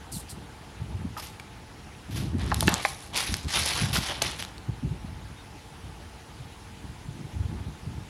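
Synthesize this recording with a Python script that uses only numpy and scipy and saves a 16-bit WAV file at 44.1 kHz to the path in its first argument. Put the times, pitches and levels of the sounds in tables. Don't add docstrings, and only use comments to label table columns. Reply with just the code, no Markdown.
import sys
import numpy as np
from scipy import signal
from scipy.fft import rfft, irfft
from scipy.io import wavfile
from scipy.ndimage import uniform_filter1d

SR = 44100
rng = np.random.default_rng(int(sys.argv[2]) if len(sys.argv) > 2 else 0)


def wav_out(sig):
    wavfile.write(sys.argv[1], SR, np.round(np.clip(np.atleast_2d(sig).T, -1, 1) * 32767).astype(np.int16))


N = 356769
TIME = np.arange(N) / SR

# (frequency [Hz], relative level [dB])
LITTER_SPECTRUM = [(150, 5), (380, -4), (600, -4), (840, -1), (1350, -4), (3500, 0.5), (6000, -6),
                   (8100, -16.5), (10500, -6), (12500, -22), (15800, -37)]
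# (time [s], duration [s], level [dB], grit spray relative to the crunch [dB])
PAW_STEPS = [(1.17, 0.03, -49.5, 0.5), (1.221, 0.024, -45, -3.5), (2.107, 0.045, -48, -8),
             (2.156, 0.02, -39, -8), (2.188, 0.045, -47.5, -16), (3.927, 0.035, -28, -10.5),
             (4.385, 0.013, -40, -12)]
# (time [s], duration [s], level [dB], spectral tilt [dB per two octaves])
PAW_STROKES = [(2.37, 0.25, -44, -9), (2.534, 0.13, -43.5, 13), (2.66, 0.11, -32.5, -6.5),
               (2.796, 0.094, -40.5, 14), (2.988, 0.067, -52.5, 14), (3.122, 0.051, -32, -7),
               (3.144, 0.043, -26, 4.5), (3.246, 0.029, -32.5, 3.5), (3.317, 0.037, -42, 4),
               (3.467, 0.11, -33.5, 2), (3.517, 0.06, -24.5, 2.5), (3.638, 0.048, -26, 3.5),
               (3.738, 0.084, -28.5, -0.5), (4.005, 0.057, -34.5, 1.5), (4.057, 0.052, -34, -4.5),
               (4.204, 0.059, -32, -1)]


def amp(db):
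    return 10 ** (np.asarray(db) / 20)


def unit(x):
    return x / np.sqrt(np.mean(x ** 2) + 1e-20)


def add(mix, start_s, sound):
    part = mix[max(round(start_s * SR), 0):][:len(sound)]
    part += sound[:len(part)]


def colour(x, spectrum):
    hz, db = np.transpose(spectrum)
    bins = np.fft.rfftfreq(len(x), 1 / SR)
    gain = amp(np.interp(np.log(bins + 1), np.log(hz), db))
    return unit(irfft(rfft(x) * gain, len(x)))


def wander(rate_hz):
    bins = np.fft.rfftfreq(N, 1 / SR)
    return unit(irfft(rfft(rng.standard_normal(N)) * np.exp(-(bins / rate_hz) ** 2), N))


def shade(x, tilt, pivot_hz, patchy_db):
    hz, t, spectra = signal.stft(x, SR, nperseg=256)
    double_octaves = np.log2(np.clip(hz, 1000, 10000) / pivot_hz)[:, None] / 2
    patches = uniform_filter1d(rng.standard_normal(spectra.shape), size=4, axis=0)
    patches = unit(uniform_filter1d(patches, size=12, axis=1))
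    gain = amp(double_octaves * np.interp(t, TIME, tilt) + patchy_db * patches)
    return signal.istft(spectra * gain, SR, nperseg=256)[1][:N]


def pushes(rows, rise_s, sag_db_per_s, fade_db_per_s):
    out = np.zeros((len(rows), N))
    for envelope, (start, length, db, *_) in zip(out, rows):
        t = np.arange(0, length + 1, 1 / SR)
        rise = np.sin(np.pi / 2 * np.minimum(t / rise_s, 1)) ** 2
        level_db = db - sag_db_per_s * t - fade_db_per_s * np.maximum(t - length, 0)
        add(envelope, start, rise * amp(level_db))
    return out


def power_sum(envelopes):
    return np.sqrt((envelopes ** 2).sum(0))


def impulses(per_s, spread_db):
    size = amp(spread_db * np.minimum(rng.exponential(1, N), 4.5))
    return unit(size * rng.choice([-1., 1.], N) * (rng.random(N) < per_s / SR))


def squeak(length, first_hz, last_hz, width_hz):
    progress = np.arange(0, length, 1 / SR) / length
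    count = len(progress)
    low_pass = 1 / np.sqrt(1 + (2 * np.fft.rfftfreq(count, 1 / SR) / width_hz) ** 6)
    in_phase, quadrature = irfft(rfft(rng.standard_normal((2, count))) * low_pass, count)
    phase = 2 * np.pi * np.cumsum(first_hz + (last_hz - first_hz) * progress) / SR
    resonance = in_phase * np.cos(phase) + quadrature * np.sin(phase)
    return unit(resonance * np.sqrt(abs(np.sin(np.pi * progress))))


def background():
    # (frequency [Hz], relative level [dB])
    hiss_spectrum = [(55, 14.5), (220, 5), (330, 3.5), (560, -3), (850, 3), (1080, -2.5), (2000, -3.5),
                     (3100, -4.5), (3700, -5.5), (7000, -10.5), (8300, -13.5), (10300, -10), (12000, -19),
                     (15800, -25)]
    # (time [s], tilt [dB per two octaves])
    hiss_tilt = [(0, -4), (4.7, -4.5), (5.6, -3), (8.1, -3)]
    # (frequency [Hz], rms level [dB])
    steady_tones = [(457.6, -64.5), (866.7, -63.5), (9766, -74)]
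    tilt = np.interp(TIME, *np.transpose(hiss_tilt))
    hiss = shade(colour(rng.standard_normal(N), hiss_spectrum), tilt, pivot_hz=2500, patchy_db=1.5)
    out = amp(-47.5) * hiss
    for hz, db in steady_tones:
        phase = 2 * np.pi * np.cumsum(hz + 1.63 * wander(rate_hz=7.05)) / SR
        out += amp(db) * np.sqrt(2) * np.sin(phase)
    return out


def chirp():
    # (time [s], duration [s], level [dB], frequency [Hz])
    chirps = [(5.362, 0.055, -58.5, 3690)]
    out = np.zeros(N)
    for start, length, db, hz in chirps:
        add(out, start, amp(db) * squeak(length, hz, hz, width_hz=25))
    return out


def handling():
    # (frequency [Hz], relative level [dB])
    case_response = [(30, -75), (55, 8), (100, 7), (160, 0.5), (240, -5.5), (350, -10), (500, -25),
                     (900, -32), (4000, -100)]
    # (time [s], duration [s], level [dB])
    grip_shifts = [(.1, 0.087, -42.5), (.31, 0.087, -42), (.79, 0.31, -38.5), (2.08, 0.06, -33.5),
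                   (2.13, 0.59, -30), (3.28, 0.052, -35), (3.43, 0.041, -34.5), (3.55, 0.35, -41),
                   (3.8, 0.19, -32.5), (4.07, 0.35, -44.5), (4.67, 0.041, -34), (4.81, 0.12, -34.5),
                   (5, 0.31, -43.5), (5.83, 0.093, -42), (6.83, 0.11, -41), (7.04, 0.21, -40.5),
                   (7.33, 0.37, -37), (7.82, 0.2, -40)]
    # (time [s], level [dB], frequency [Hz])
    bumps = [(0.17, -26.5, 163), (0.953, -23.5, 93), (1.053, -23, 215), (2.352, -18, 232),
             (2.636, -22, 170), (2.677, -14, 177), (2.683, -12.5, 316), (2.734, -21.5, 194),
             (3.325, -27, 180), (3.823, -21, 174), (3.842, -17.5, 113), (3.985, -19, 178),
             (4.224, -26.5, 430), (4.691, -34, 337), (4.696, -20, 128), (4.837, -23, 219),
             (4.853, -20.5, 136), (4.918, -20.5, 125), (5.049, -29.5, 190), (6.41, -30, 121),
             (7.62, -28, 80), (7.089, -25.5, 121), (7.367, -27, 90), (7.41, -20, 84), (7.457, -21.5, 96.5),
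             (7.873, -26, 144)]
    resting_grip_db = -50.5
    slips = colour(impulses(per_s=400, spread_db=0.5), case_response)
    slips /= np.sqrt(uniform_filter1d(slips ** 2, size=3500) + 0.016)
    rubs = power_sum(pushes(grip_shifts, rise_s=0.017, sag_db_per_s=-3, fade_db_per_s=214))
    pressure = np.hypot(rubs, amp(resting_grip_db)) * amp(2 * wander(rate_hz=16))
    out = unit(slips) * pressure
    t = np.arange(-2000, 2000) / SR
    for centre, db, hz in bumps:
        swing = np.sin(2 * np.pi * hz * t + rng.uniform(-.5, .5)) * np.exp(-(t * hz / .9) ** 2)
        add(out, centre + t[0], amp(db) * swing)
    return out


def room(x, wet_db, t60_s):
    t = np.arange(SR // 2) / SR
    echoes = rng.choice([-1., 1.], len(t)) * (rng.random(len(t)) < 3000 / SR)
    echoes *= (t > .002) * amp(-60 * t / t60_s)
    echoes = signal.lfilter(*signal.butter(1, 6000, fs=SR), echoes)
    return x + amp(wet_db) * signal.fftconvolve(x, echoes / np.linalg.norm(echoes))[:N]


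def claw_scrapes():
    # (time [s], duration [s], level [dB], first pitch [Hz], last pitch [Hz], bandwidth [Hz])
    rasps = [(0.116, 0.067, -49, 5200, 3500, 700), (0.279, 0.052, -52.5, 5100, 4400, 1500),
             (1.165, 0.045, -42, 1202, 920, 418), (1.168, 0.038, -54, 5060, 4900, 450)]
    out = np.zeros(N)
    for start, length, db, *resonance in rasps:
        add(out, start, amp(db) * squeak(length, *resonance))
    return out


def claw_ticks():
    # (time [s], peak level [dB], frequency [Hz], decay time [ms])
    contacts = [(1.198, -28, 5200, 5.8), (1.3976, -26.5, 2310, 3.5), (2.544, -14.5, 10440, 1.1),
                (2.6073, -7, 9560, 1), (2.6294, -17, 9000, 0.56), (2.6738, -15, 6500, 0.89),
                (2.691, -13, 12000, 0.85), (2.7411, -6.5, 7800, 0.2), (3.168, -20, 11600, 1),
                (3.3411, -10.5, 4900, 0.9), (3.368, -22, 9500, .8), (3.447, -28, 4320, 0.7),
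                (3.66, -13, 10700, 1.2), (3.764, -24, 2560, 1.1), (3.970, -16, 4980, 4.4),
                (4.2213, -7.5, 6080, 2), (4.4251, -15.5, 3180, 0.81), (4.4498, -21.5, 3820, 0.9),
                (4.581, -30, 4400, 0.88)]
    ping_db, grit_db, grit_decay_s = -2.5, -37, 0.0064
    out, t = np.zeros(N), np.arange(2048) / SR
    soften = signal.butter(8, 13200, fs=SR)
    for start, db, hz, decay_ms in contacts:
        envelope = np.exp(-t * 1000 / decay_ms) + amp(grit_db) * np.exp(-t / grit_decay_s)
        ping = amp(ping_db) * np.sin(2 * np.pi * hz * t)
        burst = (rng.choice([-1., 1.], len(t)) + ping) * envelope
        band = signal.butter(1, [hz * 0.17, min(hz * 1.4, SR * .42)], "bandpass", fs=SR)
        tick = signal.lfilter(*soften, signal.lfilter(*band, burst))
        add(out, start, amp(db) * tick / abs(tick).max())
    return out


def tub_ring(t, centre_hz):
    # (frequency [Hz], relative level [dB], time to fall 60 dB [s])
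    wall_modes = [(666, 3, 0.045), (852, 7, 0.04), (1040, 3.5, 0.026), (1200, -13, 0.067),
                  (1570, -2, 0.032), (1818, 7, 0.019), (2620, 4, 0.023)]
    ring = 0
    for hz, mode_db, t60 in wall_modes:
        loaded_hz = hz * (1 + 0.025 * rng.standard_normal())
        level_db = mode_db - 60 * t / t60 - 11 * abs(np.log2(hz / centre_hz))
        ring = ring + amp(level_db) * np.sin(2 * np.pi * loaded_hz * t)
    ring *= 1 - np.exp(-t / 0.001)
    return ring / abs(ring).max()


def tub_knocks():
    # (time [s], level [dB], clack frequency [Hz], swell [cycles],
    # ring relative to the clack [dB], centre of the ring [Hz])
    blows = [(1.167, -30, 1230, 2.8, -1, 1250), (2.5167, -15.5, 1400, 0.8, -5, 1500),
             (2.5208, -15, 1060, 1, -2, 905), (2.626, -17.5, 880, 0.49, -8, 700),
             (2.6796, -7.5, 2070, 0.83, -1, 2100), (2.8504, -7.5, 2070, 1.3, -7, 1080),
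             (3.963, -19.5, 1420, 2.5, -6, 1500), (4.219, -10, 3230, 0.59, -12, 520)]
    snap_decay_s = 0.0029
    snap_band = signal.butter(2, [2600, 5000], "bandpass", fs=SR)
    out, t = np.zeros(N), np.arange(9000) / SR
    for start, db, clack_hz, swell_cycles, ring_db, ring_hz in blows:
        cycles = t * clack_hz
        clack = np.sin(2 * np.pi * cycles) * np.exp(-(cycles / swell_cycles - 1.4) ** 2)
        snap = signal.lfilter(*snap_band, rng.standard_normal(len(t)) * np.exp(-t / snap_decay_s))
        snap *= amp(-2) * min(clack_hz / 2200, 1) ** 2
        add(out, start, amp(db) * (clack + snap + amp(ring_db) * tub_ring(t, ring_hz)))
    return out


def collisions(per_s, spread_db):
    grains = 0
    for hz in np.geomspace(450, 14000, num=11):
        band = signal.butter(1, [hz / np.sqrt(2), hz * np.sqrt(2)], "bandpass", fs=SR)
        grains = grains + signal.lfilter(*band, impulses(per_s, spread_db))
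    return unit(grains)


def crunch(per_s, spread_db, slide_db, clump_db):
    flow = collisions(per_s, spread_db) + amp(slide_db) * rng.standard_normal(N)
    return unit(flow * amp(clump_db * wander(rate_hz=63)))


def settling(force):
    band = signal.butter(5, [1500, 10500], "bandpass", fs=SR, output="sos")
    strays = unit(signal.sosfilt(band, collisions(per_s=14, spread_db=1.8)))
    return amp(-26) * strays * force ** 0.58


def brushing():
    # (frequency [Hz], relative level [dB])
    fine_spectrum = [(1500, -50), (3000, -15), (4300, -6), (6300, -8.5), (8300, 0.5), (9700, 0.5),
                     (11200, -4), (12300, -5), (13500, -11), (15800, -21)]
    # (time [s], duration [s], level [dB])
    touches = [(.113, 0.06, -38), (.17, .038, -44.5), (.288, 0.031, -42.5)]
    swish = colour(crunch(per_s=2000, spread_db=3.0, slide_db=-7, clump_db=-0.5), fine_spectrum)
    return swish * power_sum(pushes(touches, rise_s=0.014, sag_db_per_s=37, fade_db_per_s=600))


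def stepping(steps):
    # (frequency [Hz], relative level [dB])
    grit_spectrum = [(1000, -7.5), (5500, -2.5), (8300, -8.5), (12200, 0.5), (15800, -26)]
    body = colour(crunch(per_s=900, spread_db=2.0, slide_db=-4.5, clump_db=2.5), LITTER_SPECTRUM)
    spray = colour(collisions(per_s=1000, spread_db=1.5), grit_spectrum)
    spray_gains = amp(np.array(PAW_STEPS)[:, 3:])
    return amp(3.0) * (body * power_sum(steps) + spray * power_sum(steps * spray_gains))


def digging(strokes):
    force = power_sum(strokes)
    tilt = np.array(PAW_STROKES)[:, 3] @ strokes ** 2 / (force ** 2 + 1e-20)
    grinding = colour(crunch(per_s=550, spread_db=2.7, slide_db=-9, clump_db=1.4), LITTER_SPECTRUM)
    return shade(grinding, tilt, pivot_hz=3600, patchy_db=2.3) * force


def litter():
    strokes = pushes(PAW_STROKES, rise_s=0.034, sag_db_per_s=15, fade_db_per_s=125)
    steps = pushes(PAW_STEPS, rise_s=0.005, sag_db_per_s=15, fade_db_per_s=240)
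    force = np.hypot(power_sum(strokes), power_sum(steps))
    return digging(strokes) + stepping(steps) + brushing() + settling(force)


def scene():
    tub = litter() + claw_scrapes() + claw_ticks() + tub_knocks()
    return (room(tub, wet_db=-16.5, t60_s=0.52) + handling() + background() + chirp())[None]


def record(dry):
    bass_cut = signal.butter(4, 38, "highpass", fs=SR, output="sos")
    treble_cut = signal.firwin(511, 16000, window=("kaiser", 9), fs=SR)
    return signal.oaconvolve(signal.sosfiltfilt(bass_cut, dry), treble_cut[None], "same")


dry = scene()
out = record(dry)
wav_out(out)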